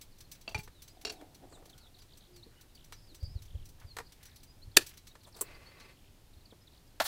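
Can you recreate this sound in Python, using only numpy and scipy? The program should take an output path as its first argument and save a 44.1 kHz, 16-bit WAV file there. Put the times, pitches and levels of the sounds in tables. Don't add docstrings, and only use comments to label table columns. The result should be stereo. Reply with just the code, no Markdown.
import sys
import numpy as np
from scipy import signal
from scipy.fft import rfft, irfft
from scipy.io import wavfile
from scipy.ndimage import uniform_filter1d

SR = 44100
rng = np.random.default_rng(int(sys.argv[2]) if len(sys.argv) > 2 else 0)


def unload_wav(signal):
    wavfile.write(
        sys.argv[1],
        SR,
        np.round(np.clip(np.atleast_2d(signal).T, -1, 1) * 32767).astype(np.int16),
    )


N = 311766

# (time [s], level [dB], tilt [dB/octave], chatter [s], t60 [s])
CUT_BLOWS = [(4.7658, -38, -0.5, .003, 0.014), (4.7687, -17.5, 3.5, 0.00052, 0.011),
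             (4.7695, -12, 0.5, .0032, 0.014), (4.782, -35.5, -2, .004, 0.047),
             (4.7925, -40, -2.5, .002, 0.067), (4.808, -42.5, -0.5, .016, 0.084)]
# (frequency [Hz], width [Hz], lift [dB])
CUT_COLOUR = [(71, -50.5), (120, -16.5), (378, -6), (1160, -13.5), (1750, -6.5), (2200, -14), (2530, -5),
              (3240, -8), (3590, -11), (4500, -6), (6910, -10), (7500, -12), (13000, -14), (16000, -19)]
CUT_MODES = [(384, 110, 8), (1330, 120, 5), (1778, 130, 10), (2455, 130, 9), (2600, 120, 5),
             (3608, 130, 10), (3928, 90, 4), (4230, 70, 4), (4423, 180, 7), (4615, 90, 4), (4839, 100, 5),
             (5772, 110, 4), (6515, 100, 5), (7555, 90, 10), (8141, 80, 6), (9463, 70, 7), (9592, 55, 12),
             (9763, 60, 8), (10600, 70, 5), (12100, 90, 5)]
def wire_snap():
    return blows(CUT_BLOWS, CUT_COLOUR, CUT_MODES, trail_db=-31, trail_t60=.33)


SPRING_BLOWS = [(5.4102, -31.5, 0.75, .003, 0.027), (5.4140, -30.5, 1, 0.00158, 0.019),
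                (5.422, -40.5, -2.2, 0.0012, 0.041)]
WIRE_COLOUR = [(120, -26), (200, -14.5), (432, -4), (791, -15), (1040, -3.5), (1710, -16), (2420, -20),
               (2750, -19), (5520, -16.5), (8270, -8), (12400, -10), (14900, -10), (16000, -7)]
WIRE_MODES = [(430, 61, 12), (1020, 65, 5), (5950, 71, 8.7), (6900, 33, 4.2), (7700, 150, 15.6),
              (8260, 51, 18), (8858, 66, 7.1), (9800, 82, 17), (11600, 50, 12), (14400, 35, 8),
              (14874, 50, 11), (15135, 28, 14)]
def wire_spring():
    return blows(SPRING_BLOWS, WIRE_COLOUR, WIRE_MODES, trail_db=-16.5, trail_t60=.11)


POUCH_BLOWS = [(6.9998, -27, 0, 0.0036, 0.027), (7.0035, -25.5, -0.5, 0.0035, 0.057),
               (7.0155, -35, 3.5, 0.0024, 0.088), (7.040, -38, 11, 0.012, 0.068),
               (7.0515, -38, 4.5, 0.0044, 0.053), (7.058, -30.5, 6, 0.017, 0.12)]
POUCH_COLOUR = [(71, -58), (120, -30), (402, -17), (712, -6.5), (988, -10), (1790, -12), (1980, -15.5),
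                (2930, -17), (3380, -15), (4500, -19), (6770, -25.5), (13600, -30.5), (16000, -36)]
POUCH_MODES = [(640, 49, 5.4), (736, 83, 7.8), (1113, 36, 6.5), (1406, 61, 6.4), (1750, 65, 4.9),
               (4370, 260, 3.8)]
def pouch_drop():
    return blows(POUCH_BLOWS, POUCH_COLOUR, POUCH_MODES, trail_db=-14.5, trail_t60=.2, rise_s=.00047)


HOOK_BLOWS = [(.4775, -38, 0.52, 0.0022, .024), (.511, -51.5, -2, 0.0082, 0.046)]
HOOK_COLOUR = [(120, -40), (200, -5), (749, -3), (1980, -17), (2700, -5), (3690, -21), (4600, -3),
               (5040, -27), (6050, -22), (14600, -53), (16000, -56)]
HOOK_MODES = [(668, 19, 14), (2695, 57, 17), (3350, 63, 20), (4580, 190, 9.4)]
PLIERS_BLOWS = [(.578, -46.5, -1.7, 0.002, 0.027), (1.0498, -33.5, 0.19, 0.0034, .028),
                (1.067, -39, -1.2, 0.0099, 0.037), (1.096, -38.5, 1, 0.0092, 0.026)]
PLIERS_COLOUR = [(88, -49), (150, -10.5), (414, -2.5), (555, -21), (662, -2.5), (923, -10), (1660, -8.5),
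                 (1900, -14), (2700, -2.5), (3040, -14.5), (4410, -3), (5050, -8), (16000, -32)]
PLIERS_MODES = [(433, 24, 17), (690, 63, 5.5), (1560, 150, 3.6), (2790, 28, 17.4), (3260, 37, 14),
                (3940, 65, 9.6), (4300, 44, 8.3), (4490, 77, 12), (5540, 80, 16), (7160, 60, 16)]
CLAMP_BLOWS = [(.5459, -32.5, 0, .0015, .035), (.590, -47, 2, .005, .05)]
CLAMP_COLOUR = [(120, -40), (200, -14), (548, -18), (851, -6), (1000, -14.5), (1840, -14), (2380, -11),
                (2960, -17.5), (4520, -21), (16000, -40)]
CLAMP_MODES = [(423, 9.5, 24), (860, 13, 13), (2380, 40, 22), (4510, 68, 20), (5960, 60, 19),
               (6643, 54, 9.5), (8100, 45, 17)]
def tool_clinks():
    return (blows(HOOK_BLOWS, HOOK_COLOUR, HOOK_MODES, trail_db=-11, trail_t60=.14)
            + blows(PLIERS_BLOWS, PLIERS_COLOUR, PLIERS_MODES, trail_db=-10, trail_t60=.2)
            + blows(CLAMP_BLOWS, CLAMP_COLOUR, CLAMP_MODES, trail_db=-9, trail_t60=.1))


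# (time [s], level [dB], tilt [dB/octave], chatter [s]); their colour and modes
KNOCKS = [(.676, -54.5, 2.5, .003), (1.212, -57.5, 3, 0.002), (1.524, -56, -1.5, .005),
          (1.435, -58, -9, .004), (1.572, -60, -1.5, .004), (1.624, -58, -4.5, 0.0035),
          (1.657, -61, -2.5, .003), (2.46, -58, -13, .008), (2.923, -50, 5, 0.0016),
          (3.9668, -41.5, 4, 0.0026), (3.9861, -39.5, 3, 0.00067), (4.001, -46, .5, .003),
          (5.153, -54.5, 2.5, .004), (5.361, -59, -6, 0.0054), (6.524, -54, -7, .006)]
KNOCK_COLOUR = [(88, -42), (150, -17), (422, -3), (589, -6), (1210, -4.5), (1660, -9), (1790, -7.5),
                (2920, -20), (4160, -20.5), (14800, -37.5), (16000, -47)]
KNOCK_MODES = [(463, 39, 11), (990, 120, 2.8), (1820, 46, 2.7), (4160, 160, 1.8), (7950, 140, 7.9),
               (8200, 130, 5.7)]
def knocks(t60=.035):
    return blows([(*row, t60) for row in KNOCKS], KNOCK_COLOUR, KNOCK_MODES, trail_db=-8, trail_t60=.11)


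# (time [s], relative level [dB], tilt [dB/octave]); their colour and modes
TICKS = [(0.012, -39, -0.5), (.183, -50, 1.5), (0.204, -42.5, -1), (0.3144, -36, 1), (.41, -47.5, -1),
         (.3484, -49.5, -4.5), (.488, -43, -4), (0.5836, -40.5, 2), (.632, -43.5, .5), (.819, -40.5, 0.5),
         (.877, -44.5, -2), (1.0116, -45.5, -1.5), (1.1194, -42.5, 2), (1.3449, -46.5, -1),
         (1.6536, -48.5, -2), (1.695, -49, -1.5), (1.7773, -47.5, -1), (2.0185, -50, -3.5),
         (2.1714, -47, 0.5), (2.361, -48, -2), (2.749, -50.5, 0.5), (2.6092, -47, 0), (2.842, -48.5, 0),
         (2.9233, -41, -5), (3.1452, -43.5, -0.5), (3.4194, -46, -1), (3.6535, -46, 1.5), (3.6875, -48, 1),
         (4.12, -46.5, -2), (4.228, -45, 0), (4.253, -43, 0), (4.358, -45.5, 0), (4.431, -45.5, .5),
         (4.8635, -36, .5), (4.8894, -42.5, 2), (4.9713, -43, -1.5), (5.0684, -42.5, -2), (5.363, -45, 2),
         (5.798, -46.5, -5.5)]
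TICK_COLOUR = [(300, -45.5), (1000, -8), (2200, -0.5), (4000, 5), (5800, 5.5), (9000, -2.5), (12000, -1),
               (16000, 2)]
TICK_MODES = [(2243, 24, 8.6), (3970, 19, 7.8), (4370, 60, 3.1), (5870, 36, 9.8), (6270, 52, 5.7),
              (7730, 36, 12), (8500, 104, 10.3), (9080, 70, 6.5), (10000, 100, 6.3), (11270, 150, 9.6),
              (14200, 77, 4.5), (15550, 62, 2.7)]
def ticks(gain_db=-9, faint_db=-52, let_go_s=5.5, chatter_s=.0055, faint_t60=.06, t60_per_db=.0022):
    faint = [(s, faint_db, -1) for s in rng.uniform(0, let_go_s, 9)]
    rows = [(s, db, tilt, chatter_s, faint_t60 + t60_per_db * (db - faint_db))
            for s, db, tilt in TICKS + faint]
    ticking = blows(rows, TICK_COLOUR, TICK_MODES, trail_db=-10, trail_t60=.2, rise_s=.0012, uneven_db=3)
    return gain_of(gain_db) * ticking


def blows(rows, colour, modes, trail_db, trail_t60, rise_s=.0001, uneven_db=0, size=16384):
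    t, hz, out = np.arange(size) / SR, np.fft.rfftfreq(size, 1 / SR), np.zeros(N)
    octaves = np.log2(np.maximum(hz, 200) / 2000)
    for s, db, tilt, chatter_s, t60 in rows:
        struck = [(f, width, lift + uneven_db * rng.standard_normal()) for f, width, lift in modes]
        contact = gain_of(-60 * np.maximum(t - chatter_s, 0) / t60) * (1 - np.exp(-t / rise_s))
        ring = coloured(chatter(contact), body_db(colour, struck, hz) + tilt * octaves)
        rustle = rng.standard_normal(size) * 1000 ** (-t / trail_t60) * (1 - np.exp(-t / .003))
        trail = gain_of(trail_db) * coloured(rustle, read(colour, hz) + tilt * octaves)
        add(out, s, gain_of(db) * (ring + trail) * np.sqrt(SR / 100))
    return out


def chatter(envelope, passes=3):
    spray = envelope * rng.standard_normal(len(envelope))
    for _ in range(passes):
        flat = irfft(np.exp(1j * np.angle(rfft(spray))))
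        spray = flat * envelope / np.sqrt(abs(uniform_filter1d(flat ** 2, size=64)) + 1e-18)
    return spray


# (time [s], peak [dB], pitch [Hz])
THUMPS = [(.56, -30.5, 89), (.591, -37, 115), (1.761, -46.5, 110), (3.2376, -27.5, 76), (3.3636, -30, 75),
          (3.5565, -29.5, 71.3), (3.854, -40, 82.5), (4.681, -41, 90)]
def thumps(fade_cycles=.62):
    t, out = np.arange(-SR // 10, SR // 10) / SR, np.zeros(N)
    for s, db, hz in THUMPS:
        swell = np.exp(-(t * hz / fade_cycles) ** 2)
        add(out, s + t[0], gain_of(db) * swell * np.cos(2 * np.pi * hz * t))
    return out


# (middle [s], length [s], level [dB], centre [Hz], width [octaves])
RUBS = [(.58, .07, -54.5, 190, .22), (1.539, .12, -66, 7800, 0.16), (1.803, 0.18, -72.5, 1370, .12),
        (2.573, .24, -73, 1650, .3), (3.128, .07, -63, 370, 0.4), (3.818, 0.092, -63, 1030, 0.98),
        (4.259, .24, -68.5, 1880, .47), (4.888, 0.2, -64, 2170, 1)]
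def rubbing(grain_db=4, slips_per_s=130):
    out = np.zeros(N)
    leather_shifts = [(s, .046, db - 35, 470, .52) for s, db, _ in THUMPS]
    for s, length, db, centre_hz, width in RUBS + leather_shifts:
        n = int(length * SR)
        octaves = np.log2((np.fft.rfftfreq(n, 1 / SR) + 1) / centre_hz)
        slips = rng.standard_normal(n) * gain_of(grain_db * drift(n, slips_per_s))
        stroke = irfft(rfft(slips) * np.exp(-.5 * (octaves / width) ** 2), n)
        add(out, s - length / 2, gain_of(db) * unit_rms(stroke) * np.sin(np.linspace(0, np.pi, n)))
    return out


# (time [s], level [dB]); the leather's colour and modes
RUMMAGE_LEVELS = [(.92, -72), (1.02, -64.5), (1.1, -55), (1.18, -65), (1.226, -50), (1.26, -64),
                  (1.38, -70), (1.44, -56), (1.5, -65.5), (1.7, -67), (2.0, -79)]
LEATHER_COLOUR = [(100, -35), (250, -3.5), (420, -1), (560, -7), (800, -3.5), (1100, -20), (2000, -23),
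                  (6000, -40)]
LEATHER_MODES = [(297, 36, 7.8), (715, 58, 8.4)]
def rummaging():
    return friction(RUMMAGE_LEVELS, LEATHER_COLOUR, LEATHER_MODES, grain_db=4, slips_per_s=110)


# (time [s], level [dB]); the colour and modes it sings with
DRAW_LEVELS = [(5.41, -72), (5.43, -57.5), (5.52, -58.5), (5.62, -60.5), (5.74, -61), (5.81, -59.5),
               (5.9, -59.5), (5.951, -74)]
DRAW_COLOUR = [(150, -7.5), (450, 3.5), (800, -2.5), (2500, -3.5), (3400, -9), (4400, -7), (6000, -17.5),
               (15000, -25)]
DRAW_MODES = [(1130, 40, 5.2), (1860, 37, 5), (2065, 35, 9.9), (2480, 48.7, 5.7), (2630, 32, 8.9)]
def drawn_wire():
    return friction(DRAW_LEVELS, DRAW_COLOUR, DRAW_MODES, grain_db=2, slips_per_s=90)


def friction(levels, colour, modes, grain_db, slips_per_s):
    level_db = np.interp(np.arange(N) / SR, *np.transpose(levels), left=-140, right=-140)
    return gain_of(level_db + grain_db * drift(N, slips_per_s)) * noise(colour, modes)


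# (middle [s], length [s], level [dB]); its colour
SCRAPES = [(5.282, 0.044, -57), (5.378, 0.076, -57)]
SCRAPE_COLOUR = [(200, -18), (750, 1), (1400, -10.5), (3000, -17), (6000, -19.5), (8500, -11), (12000, -20),
                 (16000, -30)]
def scraping(grain_db=3, slips_per_s=130):
    level = np.zeros(N)
    for s, length, db in SCRAPES:
        add(level, s - length / 2, gain_of(db) * np.sin(np.linspace(0, np.pi, int(length * SR))))
    return level * gain_of(grain_db * drift(N, slips_per_s)) * noise(SCRAPE_COLOUR)


# (delay [s], gain [dB])
ECHOES = [(.0034, -18.5), (.0053, -25), (0.0135, -27.5)]
def echoed(direct):
    out = direct.copy()
    for delay, db in ECHOES:
        add(out, delay, gain_of(db) * direct)
    return out


# (time [s], length [s], start [Hz], end [Hz], level [dB], warble [Hz])
LARK_SLURS = [(.117, 0.026, 4900, 3980, -62.5, 200), (0.694, 0.15, 4500, 3370, -64.5, 92),
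              (1.152, .07, 4100, 3200, -64, 120), (1.523, 0.045, 4630, 3430, -56.5, 120),
              (1.692, 0.011, 4720, 3670, -54, 0), (1.728, 0.016, 3800, 3000, -54.5, 0),
              (1.798, 0.086, 4700, 3430, -58.5, 258), (1.995, .04, 5300, 4000, -58, 150),
              (2.33, 0.082, 5100, 4050, -60.5, 172), (2.427, 0.018, 3570, 4700, -53, 0),
              (2.444, .09, 4650, 4000, -68, 0), (2.748, 0.019, 4930, 4400, -53.5, 0),
              (3.07, 0.064, 5100, 3620, -58, 0), (3.351, .05, 4750, 3700, -57.5, 0),
              (3.867, 0.065, 5000, 4070, -54.5, 20), (4.619, .023, 4000, 4550, -52.5, 0),
              (4.714, 0.0091, 3900, 4770, -53.5, -0.5), (4.74, .021, 3600, 3200, -58, 0.5),
              (5.108, .018, 3590, 4140, -55.5, 0), (5.206, .014, 5400, 3900, -52, 0),
              (5.239, 0.022, 5300, 3140, -54, 0), (5.342, 0.013, 5130, 3400, -55, 0.5),
              (5.458, .02, 5100, 3800, -53.5, 1), (5.81, .025, 4070, 4470, -59.5, 0),
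              (6.455, .01, 5060, 4055, -52.5, 0), (6.496, .027, 5000, 3040, -61.5, 0),
              (6.67, 0.014, 4600, 3310, -58, 0)]
# (time [s], length [s], pitch [Hz], level [dB], warble [Hz])
LARK_BUZZES = [(0.893, .038, 4800, -61, 20), (2.554, 0.062, 2880, -60.5, 60), (2.934, 0.15, 4880, -64, 300),
               (3.202, 0.083, 4670, -52, 230), (3.272, 0.087, 4880, -60, 180),
               (4.03, 0.087, 4480, -62.5, 390), (4.47, 0.067, 4800, -58.5, 74),
               (5.541, .018, 4600, -52, 210), (5.656, 0.053, 4350, -56, 20)]
# (start [s], end [s], rate [1/s], top [Hz], level [dB])
LARK_TRILLS = [(1.942, 2.005, 46, 4700, -57.5), (2.09, 2.165, 68, 4700, -58.5),
               (2.205, 2.28, 66, 4690, -59.5), (2.772, 2.84, 58, 4120, -60), (3.475, 3.645, 41, 4110, -61),
               (4.275, 4.41, 56, 5500, -60.5), (5.324, 5.409, 45, 5940, -56.5),
               (5.97, 6.09, 58, 3700, -64.5), (6.717, 6.792, 70, 5080, -60.5)]
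# (start [s], end [s], middle [Hz])
LARK_TWITTER = [(.165, .26, 4400), (0.968, 1.01, 3970), (2.692, 2.74, 3600), (5.771, 5.95, 4400),
                (6.33, 6.44, 3800), (6.61, 6.665, 5200), (6.87, 6.92, 5300)]
def lark_song(sag=.012, lift=.019, arch=.026, trill_fall=.63, twitter_s=.018, twitter_per_s=26):
    song = np.zeros(N)
    for s, length, start_hz, end_hz, db, warble_hz in LARK_SLURS:
        middle_hz = np.sqrt(start_hz * end_hz) * (1 - sag)
        add(song, s, whistle(length, start_hz, middle_hz, end_hz, db, warble_hz))
    for s, length, hz, db, warble_hz in LARK_BUZZES:
        add(song, s, whistle(length, hz * (1 - lift), hz * (1 + arch), hz * (1 + lift), db, warble_hz))
    for start, end, per_s, top_hz, db in LARK_TRILLS:
        for s in np.arange(start, end - .5 / per_s, 1 / per_s):
            uneven = 1 + .065 * rng.standard_normal(3)
            glide_hz = top_hz * trill_fall ** np.array([0, .5, 1]) * uneven
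            add(song, s, whistle(.65 / per_s, *glide_hz, db))
    for start, end, hz in LARK_TWITTER:
        for s in np.arange(start, end - twitter_s, 1 / twitter_per_s):
            octaves = .12 * rng.standard_normal(3) + [.1, 0, -.1]
            add(song, s, whistle(twitter_s, *hz * 2 ** octaves, db=-64))
    return song


def skylark(gain_db=-2.5, flutter_db=3.7, scatter_db=-9, scatter_t60=.2):
    song = lark_song() * gain_of(gain_db + flutter_db * drift(N, 110))
    t = np.arange(SR // 4) / SR
    tail = rng.standard_normal(len(t)) * 1000 ** (-t / scatter_t60)
    return song + gain_of(scatter_db) * signal.oaconvolve(song, tail / np.linalg.norm(tail))[:N]


def whistle(length, start_hz, middle_hz, end_hz, db, warble_hz=0, warbles_per_s=79):
    t = np.arange(int(length * SR)) / SR
    u = t / length
    hz = start_hz * (1 - u) * (1 - 2 * u) + middle_hz * 4 * u * (1 - u) + end_hz * u * (2 * u - 1)
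    hz += warble_hz * np.sin(2 * np.pi * warbles_per_s * t)
    return gain_of(db) * np.sin(2 * np.pi * np.cumsum(hz) / SR) * np.sqrt(abs(np.sin(np.pi * u)))


def far_hum():
    return whistle(length=.17, start_hz=362, middle_hz=354, end_hz=340, db=-61)


# (time [s], level [dB], fade [s]); the breeze's colour
GUSTS = [(.6, -56, .11), (3.27, -48, .18), (3.6, -54.5, .1), (4.69, -56.5, .08)]
BREEZE_COLOUR = [(8.8, -28), (15, 3.5), (43, -6), (86, -6.5), (102, -6), (135, -11.5), (157, -16),
                 (170, -20.5), (220, -45.5), (370, -120)]
def breeze(steady_db=-60.3, rise_s=.042):
    t = np.arange(N) / SR
    gusts = sum(gain_of(db) * np.exp(-np.maximum((s - t) / rise_s, (t - s) / fade))
                for s, db, fade in GUSTS)
    level = (gain_of(steady_db) + gusts) * gain_of(1.7 * drift(N, 11))
    return level * wide_noise(BREEZE_COLOUR, apart_db=-14)


# (frequency [Hz], gain [dB])
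AIR_COLOUR = [(88, -33), (150, -1), (249, -3), (376, -5.5), (457, -9), (905, -13), (1260, -17),
              (2600, -17.5), (2810, -17), (4080, -16.5), (6260, -20.5), (15100, -23.5), (16000, -32)]
def air(level_db=-65.5):
    return gain_of(level_db + .37 * drift(N, 5)) * wide_noise(AIR_COLOUR, apart_db=-9)


def wide_noise(colour, apart_db):
    return noise(colour) + gain_of(apart_db) * np.array([noise(colour), noise(colour)])


def noise(colour, modes=()):
    hz = np.fft.rfftfreq(N, 1 / SR)
    return unit_rms(irfft(rfft(rng.standard_normal(N)) * gain_of(body_db(colour, modes, hz)), N))


def coloured(x, gain_db):
    log_gain = np.log(gain_of(gain_db))
    causal = np.conj(signal.hilbert(np.r_[log_gain, log_gain[-2:0:-1]]))[:len(log_gain)]
    sound = irfft(rfft(x) * np.exp(causal))
    return sound / np.linalg.norm(sound)


def body_db(colour, modes, hz):
    peaks = sum(gain_of(db) ** 2 / (1 + (2 * (hz - f) / width) ** 2) for f, width, db in modes)
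    return read(colour, hz) + 10 * np.log10(1 + peaks)


def read(colour, hz):
    f, db = np.transpose(colour)
    return np.interp(np.log(hz + 1), np.log(f + 1), db)


def drift(length, per_s):
    return np.interp(np.arange(length) * per_s / SR, np.arange(4096), rng.standard_normal(4096))


def gain_of(db):
    return 10 ** (np.asarray(db) / 20)


def unit_rms(x):
    return x / np.sqrt(np.mean(x ** 2) + 1e-20)


def add(mix, s, sound):
    part = mix[max(round(s * SR), 0):][:len(sound)]
    part += sound[:len(part)]


def leftward(x, db):
    return x * gain_of([[db], [-db]])


def scene():
    strikes = wire_snap() + wire_spring() + pouch_drop() + tool_clinks() + knocks() + ticks()
    handling = rubbing() + rummaging() + scraping() + drawn_wire()
    ahead = echoed(strikes + handling) + skylark()
    add(ahead, 2.27, far_hum())
    return leftward(ahead, .15) + leftward(thumps(), .8) + leftward(breeze(), 1.3) + leftward(air(), .3)


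def record(dry, ceiling=.85, edge_hz=15900):
    lowpass = signal.firwin(401, edge_hz, window=("kaiser", 9), fs=SR)
    return signal.oaconvolve(np.clip(dry, -ceiling, ceiling), lowpass[None], "same")


dry = scene()
out = record(dry)
unload_wav(out)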